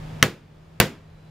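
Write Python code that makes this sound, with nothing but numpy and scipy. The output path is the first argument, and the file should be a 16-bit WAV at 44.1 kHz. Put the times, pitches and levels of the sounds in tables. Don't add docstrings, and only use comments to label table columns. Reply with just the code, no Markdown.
import sys
import numpy as np
from scipy import signal
from scipy.io import wavfile

SR = 44100
rng = np.random.default_rng(int(sys.argv[2]) if len(sys.argv) > 2 else 0)


def bounce(signal):
    frames = np.transpose(np.atleast_2d(signal))
    limited = np.clip(frames, -1, 1)
    pcm = np.round(limited * 32767).astype(np.int16)
    wavfile.write(sys.argv[1], SR, pcm)


N = 57330

# f/Hz, side level/dB relative to mid
KNOCK_WIDTH = [(100, -23.5), (400, -13.5), (1500, -12.5), (4000, -6), (12000, -4)]


def knocks():
    # t/s, overall level/dB, gains of clack/dB, crack/dB, thud/dB, scatter/dB, left-right/dB
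    blows = [(0.2268, -1.5, -1, -2, 0, -0.5, 0), (0.8006, -1.5, 0, 2, 1, 2.5, 0)]
    out = 0
    for k, (start, db, clack_db, crack_db, thud_db, scatter_db, pan_db) in enumerate(blows):
        t = since(start)
        contact = from_db(clack_db) * mallet_clack(t, k) + from_db(crack_db) * bark_crack(t)
        thud = from_db(thud_db) * (air_shove(t) + log_thud(start))
        blow = contact + near_echoes(contact) + thud + from_db(scatter_db) * scatter(t)
        out = out + from_db(db + pan_db * np.array([[.5], [-.5]])) * blow
    return out


def mallet_clack(t, blow_index):
    # f/Hz, level in first blow/dB, level in second blow/dB, T60/s
    head_modes = [(716, -9.5, 4.5, 0.036), (1060, 3, -4, 0.04), (1289, 6.5, -3, 0.026),
                  (1509, 3, 9.5, .035), (1721, 9, 9, .028), (2052, 10, 0.5, 0.033),
                  (2301, -8.5, -4.5, 0.05), (2713, 5, 10.5, 0.022), (3200, 4.5, -6, .02),
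                  (3760, 2, 2.5, 0.026), (5810, 6, -2.5, .018), (6340, 2, -3.5, .018),
                  (7370, -2.5, -8, 0.022)]
    modes = [(hz, levels[blow_index], t60) for hz, *levels, t60 in head_modes]
    return struck(modes[::2], t) - struck(modes[1::2], t)


def bark_crack(t, contact_s=.0031, t60=.011, gain_db=8):
    # f/Hz, relative density level/dB
    crush_spectrum = [(200, -13.5), (600, -7.5), (1500, 0.5), (2800, -3), (5000, -14.5), (9000, -15.5),
                      (15000, -15)]
    grit = sum(band for _, band in noise_bands(crush_spectrum, KNOCK_WIDTH))
    return from_db(gain_db) * grit * (t > 0) * dying(np.maximum(t - contact_s, 0), t60)


def log_thud(start, lag_s=.0025):
    # f/Hz, level/dB, T60/s
    log_modes = [(82, -19, 0.17), (114.5, -9.5, 0.15), (147.6, -2, 0.14), (199.3, -9.5, .24),
                 (251.8, -6, 0.13), (285, -13.5, .12), (360.7, -8, 0.23), (445, -12, 0.18),
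                 (467, -8.5, .16), (518.8, -7, 0.17), (628, -15.5, 0.073), (789, -16.5, 0.075)]
    return -struck(log_modes, since(start + lag_s))


def air_shove(t, push_s=.003, gain_db=1.5):
    u = t / push_s
    return from_db(gain_db) * 2 * np.pi * u * (1 - u) * np.exp(-u ** 2)


def near_echoes(x, cutoff_hz=9300):
    # delay t/s, level/dB
    echoes = [(.0079, -22.5), (0.01, -14.5)]
    dull = smooth(x.mean(axis=0), 1 / (2 * np.pi * cutoff_hz))
    return sum(from_db(db) * delayed(dull, delay) for delay, db in echoes)


def scatter(t, rise_s=.004, tail_db=-19, gain_db=.5):
    # f/Hz, relative density level/dB
    spectrum = [(45, -17), (90, 3.5), (160, 6), (450, 5.5), (700, -3), (1100, -3.5), (1900, -1), (3200, -7),
                (6000, -16.5), (9000, -23.5), (12000, -24), (15500, -26.5)]
    # f/Hz, T60/s
    early_t60 = [(100, .2), (500, .16), (2000, .14), (6000, 0.18), (14000, .16)]
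    # f/Hz, T60/s
    tail_t60 = [(100, 0.81), (500, 0.51), (2000, 0.45), (12000, 0.34)]
    wash = 0
    for hz, band in noise_bands(spectrum, KNOCK_WIDTH):
        early = dying(t, at_hz(early_t60, hz))
        tail = from_db(tail_db) * dying(t, at_hz(tail_t60, hz))
        wash = wash + band * (early + tail)
    return from_db(gain_db) * (1 - np.exp(-t / rise_s)) * wash


def motor_hum(waver_db=.5, waver_hz=5.1):
    # f/Hz, rms level/dB, rms deviation of f/Hz
    tones = [(30, -50.5, 1.5), (96.6, -49, 5.6), (157.5, -38.5, 2.2)]
    out = 0
    for hz, db, wander_hz in tones:
        phase = 2 * np.pi * np.cumsum(hz + wander_hz * drift(waver_hz)) / SR
        out = out + from_db(db + waver_db * drift(waver_hz)) * np.sqrt(2) * np.sin(phase)
    return out


def garden_air(level_db=-39.5):
    # f/Hz, relative density level/dB
    spectrum = [(22, 7.5), (32, 9.5), (55, 9), (95, 15), (125, 12), (190, 7), (250, 2), (600, -1.5),
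                (1200, -8), (3500, -15.5), (7000, -27), (14000, -36)]
    # f/Hz, side level/dB relative to mid
    width = [(100, -20), (500, -1), (3000, -5), (12000, -3)]
    return from_db(level_db) * sum(band for _, band in noise_bands(spectrum, width))


def insect(start_s=1.03, rise_s=.055, hz=4005, level_db=-62.5):
    t = since(start_s)
    envelope = from_db(level_db + 2 * drift(rate_hz=22)) * np.minimum(t / rise_s, 1)
    return envelope * np.sin(2 * np.pi * hz * t)


def struck(modes, t):
    return sum(from_db(db) * dying(t, t60) * np.sin(2 * np.pi * hz * t) for hz, db, t60 in modes)


def noise_bands(spectrum, width):
    edges = 20 * 2 ** np.arange(0, 10.1, .5)
    centres = np.sqrt(edges[:-1] * edges[1:])
    gains = from_db(at_hz(spectrum, centres))
    gains = gains / np.sqrt(np.sum(gains ** 2 * np.diff(edges)) * 2 / SR)
    white = rng.standard_normal((2, 2, N + SR // 4))
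    bands = []
    for k, hz in enumerate(centres):
        bandpass = signal.butter(2, edges[k:k + 2], "band", fs=SR, output="sos")
        mid, side = signal.sosfilt(bandpass, white[k % 2])[:, -N:]
        stereo = mid + from_db(at_hz(width, hz)) * side * [[1], [-1]]
        bands.append((hz, gains[k] * stereo))
    return bands


def drift(rate_hz):
    seconds = 1 / (2 * np.pi * rate_hz)
    motion = smooth(smooth(rng.standard_normal(2 * N), seconds), seconds)[N:]
    return motion / np.sqrt(np.mean(motion ** 2) + 1e-20)


def from_db(db):
    return 10 ** (np.asarray(db) / 20)


def at_hz(points, hz):
    frequencies, values = np.array(points).T
    return np.interp(np.log(hz), np.log(frequencies), values)


def since(start):
    return np.maximum(np.arange(N) / SR - start, 0)


def dying(t, t60):
    return np.exp(-np.log(1000) * t / t60)


def smooth(x, seconds):
    pole = np.exp(-1 / (seconds * SR))
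    return signal.lfilter([1 - pole], [1, -pole], x + 1e-18)


def delayed(x, seconds):
    return np.interp(np.arange(N) - seconds * SR, np.arange(N), x)


def scene():
    return knocks() + motor_hum() + garden_air() + insect()


def gain_control(x, threshold_db=-5, detect_s=.0022, attack_s=.00068, lookahead_s=.00044):
    level_db = 10 * np.log10(smooth(np.mean(x ** 2, axis=0), detect_s) + 1e-12)
    excess_db = np.maximum(level_db - threshold_db, 0)
    recovery_db = 7.5 * since(0)
    cut_db = np.maximum.accumulate(excess_db + recovery_db) - recovery_db
    return x * from_db(-delayed(smooth(cut_db, attack_s), -lookahead_s))


def record(dry):
    ceiling, cutoff_hz = 1.05, 15600
    clipped = ceiling * np.tanh(gain_control(dry) / ceiling)
    return signal.sosfilt(signal.ellip(10, .2, 70, cutoff_hz, fs=SR, output="sos"), clipped)


dry = scene()
out = record(dry)
bounce(out)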